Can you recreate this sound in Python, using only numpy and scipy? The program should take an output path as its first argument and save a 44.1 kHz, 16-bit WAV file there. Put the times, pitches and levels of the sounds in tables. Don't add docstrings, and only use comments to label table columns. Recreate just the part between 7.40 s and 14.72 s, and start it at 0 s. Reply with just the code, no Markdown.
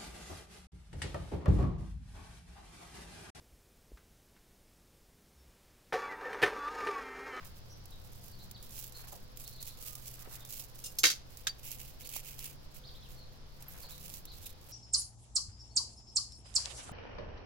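import sys
import numpy as np
from scipy import signal
from scipy.fft import rfft, irfft, next_fast_len
from scipy.io import wavfile
from scipy.ndimage import uniform_filter1d

SR = 44100
rng = np.random.default_rng(int(sys.argv[2]) if len(sys.argv) > 2 else 0)


def log_audio(samples):
    frames = np.atleast_2d(samples).T
    limited = np.clip(frames, -1, 1)
    pcm = np.round(limited * 32767).astype(np.int16)
    wavfile.write(sys.argv[1], SR, pcm)


N = 322812
TIME = np.arange(N) / SR
ONE_SECOND = TIME[:SR]

# frequency_hz, level_db
AIR_SPECTRUM = [(20, 0.5), (44, -7), (120, -13), (274, -23.5), (550, -25), (1200, -31), (2470, -37),
                (5000, -32), (8700, -52.5), (10500, -46), (15500, -59)]
# time_s, firing_hz, level_db
HIGH_ENGINE = [(0, 119.5, -63), (2.3, 123.5, -60.5), (4.2, 126, -63), (4.9, 136.1, -61), (7.3, 143.2, -68)]
LOW_ENGINE = [(0, 80.96, -60), (1.1, 95.3, -63), (1.6, 96.1, -75), (5.9, 79.5, -79), (6.7, 85.7, -58),
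              (7.3, 88.8, -71.5)]
# start_s, length_s, start_hz, end_hz, level_db
CHIRPS = [(0.289, .06, 5500, 5470, -58), (0.516, 0.019, 4120, 3070, -53.5), (0.917, 0.034, 4500, 4020, -57),
          (0.988, 0.045, 3600, 4170, -56), (1.141, 0.032, 4800, 2900, -51),
          (1.536, 0.052, 4150, 3890, -52.5), (2.045, 0.034, 3290, 4320, -54),
          (2.107, 0.078, 4150, 3910, -57), (2.175, 0.05, 3200, 4500, -53), (2.273, 0.04, 3100, 4220, -54.5),
          (2.999, 0.042, 3600, 3180, -56.5), (4.623, 0.048, 3300, 4750, -55),
          (5.434, 0.034, 2900, 5000, -51.5), (5.468, .032, 5150, 2980, -50.5),
          (5.544, 0.029, 3000, 4240, -54.5), (5.621, 0.022, 3100, 3990, -55),
          (5.642, .035, 3200, 2290, -62), (5.763, 0.093, 4350, 3730, -58.5), (6.42, .045, 4400, 3830, -51),
          (6.495, 0.049, 3300, 3920, -54.5), (6.864, 0.041, 3210, 4840, -54.5),
          (6.892, .035, 4720, 3110, -51.5), (7.034, 0.043, 3370, 3690, -56)]
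# middle_s, length_s, level_db
SCUFFS = [(0.03, 0.31, -60.5), (1.628, 0.24, -59), (2.9, 0.45, -58), (6.39, 0.55, -61.5)]
# start_s, level_db, t60_s, centre_hz
STEPS = [(1.721, -45.5, 0.14, 577), (2.872, -46.5, 0.079, 400), (4.763, -38, 0.014, 450),
         (6.44, -53.5, 0.16, 604)]
# start_s, length_s, level_db
ARM_STROKES = [(0.7, 0.22, -62.5), (1.227, 0.26, -55.5), (1.484, 0.3, -58.5), (1.958, 0.16, -58),
               (2.202, 0.36, -55.5), (2.611, 0.35, -56), (3.047, 0.18, -54), (3.34, 0.19, -59),
               (3.864, 0.33, -65), (4.229, 0.21, -54), (4.596, 0.18, -55), (4.83, 0.25, -54),
               (5.682, 0.05, -64.5), (6.201, 0.56, -60.5), (6.486, 0.098, -53.5), (6.914, 0.16, -56.5),
               (7.21, 0.12, -57.5)]
# time_s, level_db
SLEEVE_RASP = [(3.3, -18), (4.2, -8), (4.75, -7), (5.1, -6), (5.6, -14)]
# start_s, level_db
FOLD_SNAPS = [(0.456, -35), (1.112, -29), (1.2267, -32), (1.32, -42), (1.4417, -28), (1.5226, -34),
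              (1.9722, -27.5), (1.9989, -35), (2.0771, -27), (2.217, -31), (2.227, -24), (2.553, -25.5),
              (3.9714, -30), (4.3162, -22), (4.6724, -28), (4.691, -25.5), (4.7638, -22), (4.991, -24.5),
              (5.0418, -26), (6.224, -31), (6.579, -33.5), (6.7388, -25), (6.8535, -29.5)]
# frequency_hz, level_db
CLOTH_SPECTRUM = [(1200, -19), (3500, -7), (6200, -2), (7800, -2), (8700, -6), (11000, 0), (15500, 1)]
# frequency_hz, level_db
RATTLE_SPECTRUM = [(150, -26), (320, -12.5), (850, -19), (1500, -0.5), (2300, -2.5), (4000, -1),
                   (6300, -0.5), (7300, -5), (9000, -12.5), (11500, -10), (15500, -15.5)]
# frequency_hz, level_db
CRACK_SPECTRUM = [(1800, -23), (3500, -7.5), (6000, -2), (15000, -7.5)]
# pitch_hz, level_db
BUNCH = [(330, -8), (500, -8), (1270, -7), (1540, -2), (1838, -1), (2078, 0), (2180, 4), (2261, -3),
         (2401, -4), (2697, -3), (3195, -2), (3860, 0), (4280, -7), (4638, 1), (5142, -3), (5240, -2),
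         (6193, -1), (6287, 0), (6409, -1), (11343, -5)]
LOOSE_END = [(1303, 2), (1650, 5), (1825, 6), (3208, 3), (3601, 7), (3880, 5), (6520, 3)]
SCRAPED_LINK = [(2810, -9), (5249, -4), (6196, -2), (7176, 0), (8323, -3), (9518, -5)]
TAPPED_LINK = [(3520, -8), (4340, -4), (5140, -3), (5394, -6), (6042, 1), (10380, -3), (11580, -2),
               (13150, -2), (14470, -4)]
# start_s, level_db, contact_s, modes
LINK_TAPS = [(3.4381, -34.5, 0.013, SCRAPED_LINK), (3.458, -34.5, 0.0066, SCRAPED_LINK),
             (3.5859, -25.5, 0.0023, TAPPED_LINK)]
# start_s, pitch_hz, level_db, t60_s
SINGING_LINKS = [(3.586, 6318, -35, .1), (3.586, 7273, -39, .14), (3.669, 4640, -29, .14),
                 (3.70, 4735, -50, .3), (4.0925, 4648, -34.5, 0.08), (6.282, 12760, -41, 0.057)]
# start_s, level_db, t60_s, bass_db, modes
CHAIN_BLOWS = [(3.634, -22, 0.045, -8.5, BUNCH), (3.6377, -16, 0.061, 1, BUNCH),
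               (3.6447, -19.5, 0.0525, 3, BUNCH), (3.652, -17, 0.16, -3.5, BUNCH),
               (3.7018, -24.5, 0.096, -8, BUNCH), (3.712, -36, 0.21, -7, BUNCH),
               (4.0698, -25.5, 0.08, -2.5, LOOSE_END)]


def undb(db):
    return 10 ** (np.asarray(db) / 20)


def unit(x):
    return x / np.sqrt(np.mean(x ** 2))


def curves(rows):
    times, *columns = np.transpose(rows)
    return [np.interp(TIME, times, column) for column in columns]


def colour(x, points):
    size = next_fast_len(x.shape[-1])
    hz, db = np.transpose(points)
    bins = np.maximum(np.fft.rfftfreq(size, 1 / SR), 1)
    gain = undb(np.interp(np.log(bins), np.log(hz), db))
    return unit(irfft(rfft(x, size) * gain, size)[..., :x.shape[-1]])


def band(x, hz, width_hz):
    b, a = signal.iirpeak(hz, hz / width_hz, fs=SR)
    return unit(signal.lfilter(b, a, signal.lfilter(b, a, x)))


def stereo_noise(size, wide_hz):
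    mid, side = rng.standard_normal((2, size))
    side = signal.lfilter(*signal.butter(1, wide_hz, "high", fs=SR), side)
    side += 0.5 * rng.standard_normal(size)
    return unit(np.array([mid + side, mid - side]))


def pan(db):
    return unit(undb(np.array([[db], [-db]]) / 2))


def drift(rate_hz):
    hold = int(SR / rate_hz)
    stairs = np.repeat(rng.standard_normal(N // hold + 1), hold)[:N]
    return 1.515 * uniform_filter1d(uniform_filter1d(stairs, hold), hold)


def bursts(per_s, spread_db, t60):
    chance, size = rng.random(N), np.minimum(rng.exponential(size=N), 4)
    energy = (chance < per_s / SR) * undb(spread_db * size) ** 2
    decay = np.exp(-2 * np.log(1000) / (t60 * SR))
    return unit(np.sqrt(signal.lfilter([1], [1, -decay], energy + 1e-9)))


def fade(t60):
    return np.exp(-np.log(1000) * ONE_SECOND / t60)


def add(out, start_s, sound):
    i = int(start_s * SR)
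    out[:, i:i + sound.shape[-1]] += sound[..., :N - i]


def garden(x, wet_db, t60):
    tail = rng.standard_normal((2, SR)) * fade(t60) * (1 - fade(0.0052))
    tail /= np.sqrt(np.sum(tail ** 2) / 2)
    return x + undb(wet_db) * signal.fftconvolve(x, tail, axes=-1)[:, :N]


def open_air(air_db=-51.5, breeze_db=-63, whine_db=-74):
    air = undb(air_db + 0.13 * drift(2.91)) * colour(stereo_noise(N, 500), AIR_SPECTRUM)
    breeze = undb(breeze_db + 2 * drift(3.1)) * band(rng.standard_normal((2, N)), hz=44, width_hz=70)
    whine = undb(whine_db) * band(stereo_noise(N, 680), hz=505.7, width_hz=5.8)
    return air + breeze + whine


def engine(rows, harmonics_db, waver=0.0068, throb_db=2.0):
    firing_hz, db = curves(rows)
    phase = 2 * np.pi * np.cumsum(firing_hz * (1 + waver * drift(6.1))) / SR
    return sum(np.sqrt(2) * undb(db + harmonic_db + throb_db * drift(7.8)) * np.sin(k * phase)
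               for k, harmonic_db in enumerate(harmonics_db, 1))


def flock(db=-73):
    noise = stereo_noise(N, 5100)
    voices = [bursts(per_s=14, spread_db=3, t60=.2) * band(noise, hz, width_hz=900)
              for hz in (3400, 4300, 5400)]
    return undb(db) * sum(voices) / 2


def far_call(start_s=2.3, length_s=.38, glide_hz=(1305, 1175), db=-68, quaver=0.0069):
    out = np.zeros((2, N))
    progress = np.linspace(0, 1, int(length_s * SR))
    hz = np.linspace(*glide_hz, len(progress)) * (1 + quaver * drift(61.4)[:len(progress)])
    add(out, start_s, undb(db) * np.sin(np.pi * progress) * np.sin(2 * np.pi * np.cumsum(hz) / SR))
    return out


def sparrows(trim_db=-2, bow_hz=295, husk=.045):
    out = np.zeros((2, N))
    for start_s, length_s, start_hz, end_hz, db in CHIRPS:
        progress = np.linspace(0, 1, int(length_s * SR))
        flutter = unit(uniform_filter1d(rng.standard_normal(SR), size=50))[:len(progress)]
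        sweep_hz = start_hz + (end_hz - start_hz) * progress + bow_hz * np.sin(np.pi * progress)
        whistle = np.sin(2 * np.pi * np.cumsum(sweep_hz * (1 + husk * flutter)) / SR)
        add(out, start_s, undb(db + trim_db) * signal.windows.tukey(len(whistle), .5) * whistle)
    return out


def grass_scuffs():
    swell = sum(undb(db) * np.cos(np.pi * np.clip((TIME - middle_s) / length_s, -.5, .5)) ** 2
                for middle_s, length_s, db in SCUFFS)
    blades = stereo_noise(N, 1500) * bursts(per_s=140, spread_db=2.5, t60=0.13)
    return swell * band(blades, hz=1130, width_hz=1800)


def steps():
    out = np.zeros((2, N))
    for start_s, db, t60, hz in STEPS:
        thud = band(stereo_noise(SR, 2000), hz, width_hz=0.94 * hz)
        add(out, start_s, undb(db) * thud * (fade(t60) - fade(t60 / 10)))
    return out


def sleeve_speed(attack_s=0.0043, release_s=0.046, swell_db=1.5, creep_db=-73, flutter_db=3.5):
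    speed = np.full(N, undb(creep_db))
    for start_s, length_s, db in ARM_STROKES:
        age_s = TIME - start_s
        attack = np.clip(age_s / attack_s, 0, 1)
        ramp_db = swell_db * (np.clip(age_s / length_s, 0, 1) - 1)
        release = np.exp(-np.maximum(age_s - length_s, 0) / release_s)
        speed = np.maximum(speed, undb(db + ramp_db) * attack * release)
    return speed * undb(flutter_db * drift(24.875))


def sleeve(rub_db=8.0, snap_db=-8.5, snap_t60=0.027):
    crunches = bursts(per_s=300, spread_db=2, t60=.06)
    fibre_clicks = bursts(per_s=3600, spread_db=3, t60=.003)
    friction = unit(stereo_noise(N, 1700) * crunches * fibre_clicks)
    speed = sleeve_speed()
    rub = undb(rub_db) * speed * colour(friction, CLOTH_SPECTRUM)
    rasp = undb(curves(SLEEVE_RASP)[0]) * speed * band(friction, hz=2630, width_hz=1500)
    snap_envelope = np.zeros((2, N))
    for start_s, db in FOLD_SNAPS:
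        add(snap_envelope, start_s, undb(db + snap_db) * fade(snap_t60))
    snaps = snap_envelope * colour(stereo_noise(N, 3000), CLOTH_SPECTRUM)
    return pan(-6.0) * (rub + snaps) + rasp


def steel_ring(modes, t60, scatter_db=2.5, detune_hz=9, spread_rad=0.93):
    out = 0
    for hz, db in modes:
        turn, side, weight, detune = rng.standard_normal(4)
        phase = 2 * np.pi * turn + spread_rad * side * np.array([[1], [-1]])
        tone = np.sin(2 * np.pi * (hz + detune_hz * detune) * ONE_SECOND + phase)
        out = out + undb(db + scatter_db * weight) * tone
    return out * fade(t60)


def link_pings(crack_db=-1.5, ring_db=-9, t60=.06):
    out = np.zeros((2, N))
    for start_s, db, contact_s, modes in LINK_TAPS:
        crack = colour(stereo_noise(SR, 2590), CRACK_SPECTRUM) * fade(t60 + 4 * contact_s)
        ring = steel_ring(modes, t60 + 10 * contact_s)
        attack = 1 - np.exp(-4 * ONE_SECOND / contact_s)
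        add(out, start_s, undb(db) * (undb(ring_db) * ring + undb(crack_db) * crack) * attack)
    for start_s, hz, db, sing_t60 in SINGING_LINKS:
        tone = np.sqrt(2) * np.sin(2 * np.pi * hz * ONE_SECOND)
        add(out, start_s, undb(db) * tone * (fade(sing_t60) - fade(0.0054)))
    return out


def chain_clashes(rattle_db=-2, ring_db=-11.5, damping=0.75):
    out = np.zeros((2, N))
    for start_s, db, t60, bass_db, modes in CHAIN_BLOWS:
        shelf = [(2200, bass_db), (3500, 0)]
        chatter = bursts(per_s=1500, spread_db=1.7, t60=.009)[-SR:]
        noise = colour(stereo_noise(SR, 2500), RATTLE_SPECTRUM)
        rattle = unit(colour(noise, shelf) * chatter) * fade(t60)
        shelved_modes = [(hz, mode_db + np.interp(hz, *np.transpose(shelf))) for hz, mode_db in modes]
        ring = steel_ring(shelved_modes, damping * t60)
        add(out, start_s, undb(db) * (undb(rattle_db) * rattle + undb(ring_db) * ring))
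    return out


def scene():
    chain = chain_clashes() + link_pings()
    treble = signal.sosfiltfilt(signal.butter(2, 6800, "high", fs=SR, output="sos"), chain)
    chain = pan(-0.41) * garden(chain - treble, wet_db=-20, t60=0.36) + pan(-3.5) * treble
    foley = sleeve() + steps() + grass_scuffs()
    birds = garden(sparrows() + far_call(), wet_db=1.5, t60=0.49) + flock()
    air = open_air()
    engines = engine(HIGH_ENGINE, harmonics_db=[0, -19]) + engine(LOW_ENGINE, harmonics_db=[-1, -7])
    return air + engines + birds + foley + chain


def record(dry, top_hz=15950):
    return signal.sosfilt(signal.ellip(10, .2, 70, top_hz, fs=SR, output="sos"), dry)


dry = scene()
out = record(dry)
log_audio(out)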